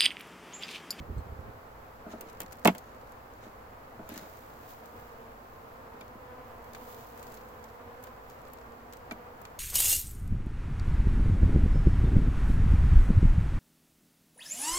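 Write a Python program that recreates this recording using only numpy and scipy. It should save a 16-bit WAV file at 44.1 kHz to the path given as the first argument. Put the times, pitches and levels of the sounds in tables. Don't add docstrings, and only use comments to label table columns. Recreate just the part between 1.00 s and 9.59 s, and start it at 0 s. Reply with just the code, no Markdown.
import sys
import numpy as np
from scipy import signal
from scipy.fft import rfft, irfft
from scipy.io import wavfile
from scipy.ndimage import uniform_filter1d

SR = 44100
rng = np.random.default_rng(int(sys.argv[2]) if len(sys.argv) > 2 else 0)


def generate_wav(signal):
    frames = np.transpose(np.atleast_2d(signal))
    scaled = np.clip(frames, -1, 1) * 32767
    pcm = np.round(scaled).astype(np.int16)
    wavfile.write(sys.argv[1], SR, pcm)


N = 378818
TIME = np.arange(N) / SR
LIFT_START_S, LIFT_DURATION_S = 2.5, 0.73
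LIFTED = np.clip((TIME - LIFT_START_S) / LIFT_DURATION_S, 0, 1)

# f/Hz, level/dB
WOOD_SPECTRUM = [(20, -52), (60, -12), (125, -9), (300, -0.5), (650, -2.5), (1000, -7), (1600, -10),
                 (2400, -9.5), (3300, -14), (4500, -20), (16000, -33)]
# f/Hz, level/dB
CLICK_SPECTRUM = [(300, -60), (1500, 17), (3000, -0.5), (4300, 8.5), (5500, 3), (7000, 7.5), (8200, 1),
                  (9400, -8), (11000, -2), (13000, 0), (15800, -5.5)]


def amp(db):
    return 10 ** (np.asarray(db) / 20)


def unit_rms(x):
    return x / np.sqrt(np.mean(x ** 2) + 1e-20)


def value_at(curve, hz):
    f, value = np.transpose(curve)
    return np.interp(np.log(hz + 1), np.log(f + 1), value)


def coloured(x, spectrum):
    hz = np.fft.rfftfreq(x.shape[-1], 1 / SR)
    return unit_rms(irfft(rfft(x) * amp(value_at(spectrum, hz)), x.shape[-1]))


def drift(corner_hz, size=1024):
    hz = np.fft.rfftfreq(size, TIME[-1] / size)
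    slow = irfft(rfft(rng.standard_normal(size)) / (1 + (hz / corner_hz) ** 2))
    return np.interp(TIME, np.linspace(0, TIME[-1], size), unit_rms(slow))


def noise(spectrum, size=384000):
    # f/Hz, coherence
    coherence_curve = [(40, 0.91), (130, 0.93), (290, 0.93), (640, 0.035), (1400, -0.24), (3000, 0.029),
                       (15000, 0.029)]
    left, independent = rfft(rng.standard_normal((2, size)))
    coherence = np.clip(value_at(coherence_curve, np.fft.rfftfreq(size, 1 / SR)), -1, 1)
    right = coherence * left + np.sqrt(1 - coherence ** 2) * independent
    return coloured(irfft([left, right]), spectrum)[:, :N]


def crackle(spectrum, per_s, spread_db, grain_s, size=384000):
    sizes = amp(spread_db * np.minimum(rng.exponential(1, size), 4))
    onsets = rng.random(size) < per_s / SR
    power = signal.lfilter([1], [1, -np.exp(-2 / (grain_s * SR))], (sizes * onsets) ** 2)
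    return coloured(np.sqrt(power) * rng.standard_normal((2, size)), spectrum)[:, :N]


def swells(rows, range_db):
    return sum(amp(db - range_db * np.maximum((s - TIME) / rise_s, (TIME - s) / fall_s))
               for s, rise_s, fall_s, db in rows)


def outdoors(wash_db=-49.5, hiss_db=-63.8, gust_db=-46, gust_hold_s=.24, gust_fall_db_per_s=36):
    # f/Hz, level/dB
    wash_spectrum = [(20, -1), (33, -30), (46, 0), (60, -4.5), (90, 0.5), (125, -4), (175, -10), (250, -7),
                     (340, -9), (480, -4), (780, -4), (1200, -6), (2000, -16.5), (4000, -32.5)]
    gust_spectrum = [(20, -26), (32, -16), (45, -7), (85, -2), (140, -15), (220, -16.5), (400, -24),
                     (1000, -48), (4000, -90)]
    hiss_spectrum = [(500, -22), (2500, -6.5), (4500, 2.5), (6000, -1.5), (7600, 0), (8600, -7),
                     (9800, -5.5), (11500, -0.5), (14000, 4.5), (15700, 4)]
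    wash = noise(wash_spectrum + [(16000, -63)]) * amp(wash_db + 0.64 * drift(18))
    dying_db = gust_db - gust_fall_db_per_s * np.maximum(TIME - gust_hold_s, 0)
    gust = noise(gust_spectrum) * amp(dying_db + 6.5 * drift(11))
    hiss = noise(hiss_spectrum) * amp(hiss_db)
    return wash * amp([[-.3], [.3]]) + gust * amp([[-2.5], [1.5]]) + hiss * amp([[.6], [-.6]])


def drone(hz=52, db=-65.5, waver=0.053):
    turns = np.cumsum(hz * (1 + waver * drift(2.6))) / SR
    return amp(db) * unit_rms(np.sin(2 * np.pi * turns))


def bee(wing_hz, lag_s, spectrum, harmonics=14, size=2048):
    k, cycle = np.arange(1, harmonics + 1), np.arange(size) / size
    partials = np.cos(2 * np.pi * (np.outer(k, cycle) + rng.random((harmonics, 1))))
    wingbeat = unit_rms(amp(value_at(spectrum, k * wing_hz.mean())) @ partials)
    turns = np.cumsum(wing_hz) / SR
    stereo_turns = np.array([turns, turns + wing_hz * lag_s])
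    return wingbeat[(stereo_turns * size).astype(int) % size]


def swarm(slow_hz=218, fast_hz=264, count=9, wander=.025, nearness_db=4, calm_db=-59.5, stirred_db=-56):
    # f/Hz, level/dB
    buzz_spectrum = [(240, -8), (490, -2.5), (740, -5.5), (1000, -4.5), (1250, -11), (1700, -16),
                     (2500, -24), (4000, -34)]
    hum = np.zeros((2, N))
    for hz in np.linspace(slow_hz, fast_hz, count):
        wing_hz = hz * (1 + wander * drift(1.5))
        lag_s = rng.uniform(-0.00054, 0.00048)
        hum += bee(wing_hz, lag_s, buzz_spectrum) * amp(nearness_db * drift(0.64))
    return unit_rms(hum) * amp(calm_db + (stirred_db - calm_db) * LIFTED) * amp([[-1.2], [1.2]])


def fanning(wing_hz=234, waver=.012, open_db=-69, shielding_db=5, flutter_db=2.5):
    # f/Hz, level/dB
    fan_spectrum = [(234, 0), (470, -7), (700, -5), (940, -12), (1400, -20), (3300, -40)]
    buzz = bee(wing_hz * (1 + waver * drift(6)), lag_s=.0002, spectrum=fan_spectrum)
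    level_db = open_db - shielding_db * (1 - LIFTED) + flutter_db * drift(13)
    return buzz * amp(level_db) * amp([[-1], [1]])


def flybys(doppler=.006, edge_drop_db=21, flutter_db=3):
    # nearest t/s, time to edge of earshot/s, wingbeat f/Hz, bend at that edge/Hz,
    # waver as a share of the wingbeat, level/dB
    passes = [(.4, .9, 207, 0, .004, -63), (.48, .6, 264, -1, .002, -59), (1.25, .25, 228, -3, .008, -59),
              (2, 2.2, 260, -1, .004, -64), (3.98, .3, 242, -25, .008, -54.5),
              (4.24, .17, 231, -5, .011, -54.5), (4.9, .5, 259, 0, .003, -62),
              (4.9, .25, 231, 4, .012, -60), (5.38, .3, 253, 4, .01, -54.5),
              (5.58, .25, 232, 12, .012, -60), (5.82, .28, 251, 1, .005, -54),
              (5.98, .28, 227, 30, .011, -58), (6.22, .17, 243, -8, .012, -53.5),
              (6.52, .3, 249, -2, .015, -56), (6.85, .3, 236, 8, .012, -58.5),
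              (7.1, .55, 253, -12, .017, -58.5), (7.65, .22, 236, -7, .011, -58),
              (8.23, .32, 242, -4, .009, -56)]
    # f/Hz, level/dB
    near_spectrum = [(240, -11), (490, 0), (740, -11), (1000, -7), (1250, -13), (1700, -18), (2500, -25),
                     (4000, -34)]
    out = np.zeros((2, N))
    for s, reach_s, hz, bend_hz, waver, db in passes:
        place = (TIME - s) / reach_s
        wing_hz = hz + bend_hz * np.minimum(place ** 2, 1)
        heard_hz = wing_hz * (1 - doppler * np.tanh(2 * place) + waver * drift(10))
        lag_s = rng.uniform(-0.00047, 0.00024)
        buzz = bee(heard_hz, lag_s, near_spectrum)
        flutter = (drift(23) + np.array([drift(23), drift(35)])) / np.sqrt(2)
        out += buzz * amp(db - edge_drop_db * place ** 2 + flutter_db * flutter)
    return out * amp([[-1.3], [1.3]])


def add(mix, s, sound):
    part = mix[:, max(round(s * SR), 0):][:, :sound.shape[1]]
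    part += sound[:, :part.shape[1]]


def clink(s=.181, db=-62, t60=.1, size=8192):
    out, t = np.zeros((2, N)), np.arange(size) / SR
    hz = np.array([4200, 6550, 7980])[:, None]
    modes = np.sin(2 * np.pi * (hz * t + rng.random((2, len(hz), 1))))
    add(out, s, amp(db - 60 * t / t60) * modes.sum(1))
    return out


def scrape(steel_db=-8, grit_db=-12):
    # f/Hz, level/dB
    drag_spectrum = [(100, -24), (250, -4), (700, 3), (1500, 9.5), (2500, 3.5), (4200, -3), (7200, -9),
                     (9400, -11.5), (12000, -7), (15800, -18)]
    # f/Hz, bandwidth/Hz, level/dB
    blade_modes = [(2330, 60, -6), (3780, 95, -1), (4150, 96, -3), (5270, 70, -1), (6130, 100, 2),
                   (6690, 70, -2), (7150, 250, -7)]
    # peak t/s, rise/s, fall/s, level/dB
    strokes = [(1.125, 0.08, 0.081, -52.5), (1.29, 0.13, 0.091, -56.5), (1.88, 0.27, 0.23, -66),
               (2.44, 0.09, 0.16, -57.5), (3.1, .012, 0.33, -54.5), (3.18, 0.2, 0.14, -51)]
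    drag = crackle(drag_spectrum, per_s=1900, spread_db=2, grain_s=.003)
    slips = crackle(CLICK_SPECTRUM, per_s=320, spread_db=2, grain_s=.0009)
    steel = unit_rms(sum(amp(db) * signal.lfilter(*signal.iirpeak(hz, hz / width, fs=SR), slips)
                         for hz, width, db in blade_modes))
    return (drag + amp(steel_db) * steel + amp(grit_db) * slips) * swells(strokes, range_db=33)


def struck_wood(modes, cutoff_hz, dense_db, dense_t60, rise_s, apart_hz, ring_share=1, size=10800):
    t = np.arange(size) / SR
    hz, db, t60 = np.transpose(modes)[:, :, None]
    sign = np.cos(np.pi * np.arange(len(modes)))[:, None]
    apart_rad = np.minimum(hz / apart_hz / 2, 1)
    swing = sign * np.sin(2 * np.pi * hz * t + np.array([-apart_rad, apart_rad]))
    ring = (amp(db - 60 * t / (t60 * ring_share)) * swing).sum(1)
    dense = noise(WOOD_SPECTRUM, size=size) * amp(dense_db - 60 * t / (dense_t60 * ring_share))
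    blow = (ring + dense) * (1 - np.exp(-t / rise_s))
    return signal.lfilter(*signal.butter(2, cutoff_hz, fs=SR), blow)


def bumps():
    # f/Hz, level/dB, T60/s
    frame_modes = [(189, -8.5, 0.18), (231, -2, 0.13), (311, -4.5, 0.17), (423, -4.5, 0.091),
                   (560, -8, .05), (632, 0, 0.092), (700, 10, 0.046), (709, 9.5, 0.04), (854, 4.5, 0.024),
                   (1300, 4, 0.038), (1470, 3, 0.043), (2480, -16, 0.012)]
    # t/s, strength/dB, cutoff f/Hz (higher is harder)
    contacts = [(1.062, -40, 750), (1.083, -47, 610), (1.108, -49, 700), (1.1335, -37.5, 850),
                (1.151, -45, 600), (1.228, -48, 500), (1.26, -49, 700), (2.463, -46, 700),
                (2.992, -40.5, 750), (3.09, -47, 1200), (3.116, -40, 450), (3.162, -40.5, 380),
                (3.222, -44, 520), (3.939, -48, 298), (4.94, -48, 400), (5.01, -47, 380), (5.151, -47, 380),
                (8.1118, -41, 2000), (8.1155, -40.5, 330)]
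    out = np.zeros((2, N))
    for s, db, cutoff_hz in contacts:
        bump = struck_wood(frame_modes, cutoff_hz, dense_db=-3, dense_t60=0.11,
                           rise_s=0.0013, apart_hz=1400)
        add(out, s, amp(db) * bump)
    return out


def crumbs():
    # peak t/s, rise/s, fall/s, level/dB
    spells = [(1.45, .35, .8, -66), (6.3, .3, .6, -69), (7.4, .4, 1.2, -73)]
    return crackle(CLICK_SPECTRUM, per_s=40, spread_db=3, grain_s=.003) * swells(spells, range_db=9.5)


def tick(t60, wood_db, tilt_db, ragged_db=5, rise_s=0.000095, pivot_hz=8000, size=8192):
    t = np.arange(size) / SR
    spectrum = [(hz, db + tilt_db * np.log2(hz / pivot_hz)) for hz, db in CLICK_SPECTRUM]
    roughness = unit_rms(uniform_filter1d(rng.standard_normal(size), size=30))
    decay = amp(-60 * t / t60)
    ragged = decay * amp(ragged_db * np.clip(roughness, -2, 2))
    ragged *= np.linalg.norm(decay) / np.linalg.norm(ragged)
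    scatter = amp(-30 - 60 * t / 0.25)
    crack = noise(spectrum, size=size) * (ragged + scatter)
    wood = noise(WOOD_SPECTRUM, size=size) * amp(wood_db - 60 * t / 0.094)
    return (crack + wood) * (1 - np.exp(-t / rise_s))


def clicks(t60=0.02):
    # t/s, level/dB, relative wood level/dB, tilt/(dB per octave)
    transients = [(1.2097, -31.5, -14, 14.5), (1.298, -48, -12, 2), (1.329, -52, -20, 10),
                  (1.403, -27, -11, 14), (1.4164, -36.5, -7, 9), (1.432, -43.5, -20, 11),
                  (1.5228, -42.5, -4, 7), (1.528, -41, -21, 7), (1.5695, -54, -20, 8),
                  (1.595, -49, -20, 14), (1.649, -21.5, -26, 1), (1.6544, -22, 0, 11),
                  (1.6741, -18, -12, 8.5), (1.7494, -41.5, -1.5, 15), (1.781, -37.5, -29, 7.5),
                  (2.121, -50, -30, 6), (3.0904, -38.5, -8, 11), (3.1392, -41, -10, 10),
                  (3.177, -34.5, -26, 6), (3.296, -51, -20, 9), (3.371, -49, -10, 8),
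                  (3.389, -48.5, -18, 17), (3.6829, -61, -15, 3), (3.698, -53, -10, 18),
                  (3.858, -48.5, -27, 6.5), (5.009, -49.5, -3, 6), (5.08, -55, -15, 2),
                  (5.748, -39.5, -6, -1), (7.07, -47, -10, -2), (7.309, -53, -14, 0), (7.319, -52, -14, -5),
                  (7.9257, -45.5, -8, 3), (7.934, -43, -6, 6), (8.111, -30, -16, -5.5),
                  (8.122, -43, -22, 10), (8.4522, -40.5, -12, -0.5)]
    out = np.zeros((2, N))
    for s, db, wood_db, tilt_db in transients:
        add(out, s, amp(db) * tick(t60, wood_db, tilt_db))
    return out


def knocks(lowest_hz=62):
    # f/Hz, level/dB, T60/s
    hive_modes = [(140, -5, .05), (189, 1.5, .125), (240, 2, .085), (270, -1, .075), (320, -6.5, .095),
                  (385, -10, .07), (423, -5, .1), (472, -12, .055), (571, 0, .065), (629, 3.5, .045),
                  (667, 0, .08), (722, -.5, .06), (845, 2.5, .055), (880, 2, .07), (958, -11, .13),
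                  (1005, -5, .063), (1089, -4, .055), (1141, -3, .055), (1380, -5, .035), (1770, -8, .055),
                  (1927, -8, .05), (2135, 1, .043), (2195, 3, .043), (2530, 0, .035), (2610, 1, .045),
                  (2780, -1, .04), (3190, -1, .045), (3450, -4, .05)]
    # t/s, strength/dB, cutoff f/Hz, share of the free ring time, direction (1 push, -1 rebound)
    blows = [(1.404, -56, 3000, 1, 1), (1.435, -46.5, 1200, 0.74, 1), (1.6499, -21, 600, 0.82, 1),
             (1.6533, -13, 1640, 0.58, 1), (1.6739, -19.5, 4100, 0.87, -1), (1.6896, -28, 1800, 0.61, 1),
             (1.692, -20.5, 210, 0.76, 1), (1.749, -39, 2000, 0.31, 1), (3.111, -46, 445, 0.76, 1)]
    out = np.zeros((2, N))
    for s, db, cutoff_hz, ring_share, direction in blows:
        knock = struck_wood(hive_modes, cutoff_hz, dense_db=0, dense_t60=0.1,
                            rise_s=0.0011, apart_hz=1700, ring_share=ring_share)
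        add(out, s, direction * amp(db) * knock)
    return signal.lfilter(*signal.butter(2, lowest_hz, "high", fs=SR), out) * amp([[-.5], [.5]])


def patter():
    # f/Hz, level/dB
    patter_spectrum = [(300, -25), (1500, -6), (3000, -2), (4300, -2), (5500, -4), (7200, -2), (8400, -7),
                       (9400, -10), (11000, -5), (13000, 1), (15800, 4.5)]
    # peak t/s, rise/s, fall/s, level/dB
    spells = [(3.17, .09, .15, -56), (3.3, .25, .6, -58.5), (3.705, .06, .06, -54.5), (3.72, .4, .25, -64),
              (4, .2, .3, -62), (4.6, .9, 1, -67), (5.48, .05, .1, -66), (5.92, .3, .38, -51),
              (6.3, .25, .3, -58), (6.64, .2, .3, -65), (7.07, .05, .1, -60.5), (7.31, .12, .15, -60)]
    return crackle(patter_spectrum, per_s=2400, spread_db=3, grain_s=.0015) * swells(spells, range_db=16)


def whine(start_s=4, end_s=7.4, fade_s=.35, start_hz=1048, sag_hz_per_s=6.5, db=-66, flutter_db=3):
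    hz = start_hz - sag_hz_per_s * (TIME - start_s)
    turns = np.cumsum(hz * (1 + .007 * drift(25))) / SR
    tone = np.sin(2 * np.pi * (turns + np.array([[0], [1 / 8]])))
    fade = np.clip(np.minimum(TIME - start_s, end_s - TIME) / fade_s, 0, 1)
    return unit_rms(tone) * fade * amp(db + flutter_db * drift(18)) * amp([[-2], [1]])


def taps(rise_s=0.00085, apart_rad=1.0, size=4096):
    # f/Hz, level/dB, T60/s
    bar_modes = [(1500, -7, .03), (2310, 3, .05), (2480, -5, .035), (3330, -2, .04), (3750, -2, .035),
                 (4570, -8, .035), (5130, -7, .035), (6519, -9, .03)]
    # t/s, strength/dB, tilt/(dB per octave)
    touches = [(5.0115, -46.5, -1), (5.7485, -55, -3), (8.1135, -46, -15), (8.4525, -53, 0)]
    out, t = np.zeros((2, N)), np.arange(size) / SR
    hz, db, t60 = np.transpose(bar_modes)[:, :, None]
    stereo_phase = np.array([-apart_rad, apart_rad])[:, None, None]
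    for s, strength_db, tilt_db in touches:
        swing = np.sin(2 * np.pi * hz * t + rng.uniform(0, 2 * np.pi, hz.shape) + stereo_phase)
        mode_db = db + tilt_db * np.log2(hz / hz.mean())
        ring = (amp(mode_db - 60 * t / t60) * swing).sum(1)
        add(out, s, amp(strength_db) * ring * (1 - np.exp(-t / rise_s)))
    return out


def drops(t60=0.018, wood_db=-12, splash_after_s=0.002):
    # t/s, level/dB, tilt/(dB per octave)
    landings = [(5.643, -56, 9), (5.733, -48, 3), (6.1748, -51, 6), (6.193, -52, 4), (6.227, -47, 3),
                (6.233, -54, 8), (6.268, -50, 4), (6.301, -55, 5), (6.32, -48, 9), (6.3403, -47.5, 8),
                (6.349, -51, 6), (6.371, -51, 3), (6.4844, -56, 12), (6.6407, -49.5, 3), (7.027, -50, 14),
                (7.0376, -41.5, 12.5), (7.298, -50, 6), (7.415, -56, 10), (7.481, -53, 15),
                (7.5195, -59, 16), (7.5334, -43, 14), (7.969, -53, 6), (8.416, -47, 16), (8.499, -62, 12)]
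    out = np.zeros((2, N))
    for s, db, tilt_db in landings:
        for delay_s in (0, splash_after_s):
            add(out, s + delay_s, amp(db) * tick(t60, wood_db, tilt_db))
    return out * amp([[-.25], [.25]])


def scene():
    bees = swarm() + fanning() + flybys() + whine()
    background = outdoors() + drone()
    impacts = clink() + knocks() + bumps() + taps() + clicks() + drops()
    textures = scrape() + patter() + crumbs()
    return bees + background + impacts + textures


def record(dry, edge_hz=16050):
    low_pass = signal.firwin(511, edge_hz, window=("kaiser", 9), fs=SR)
    return signal.oaconvolve(dry, low_pass[None], "same")


dry = scene()
out = record(dry)
generate_wav(out)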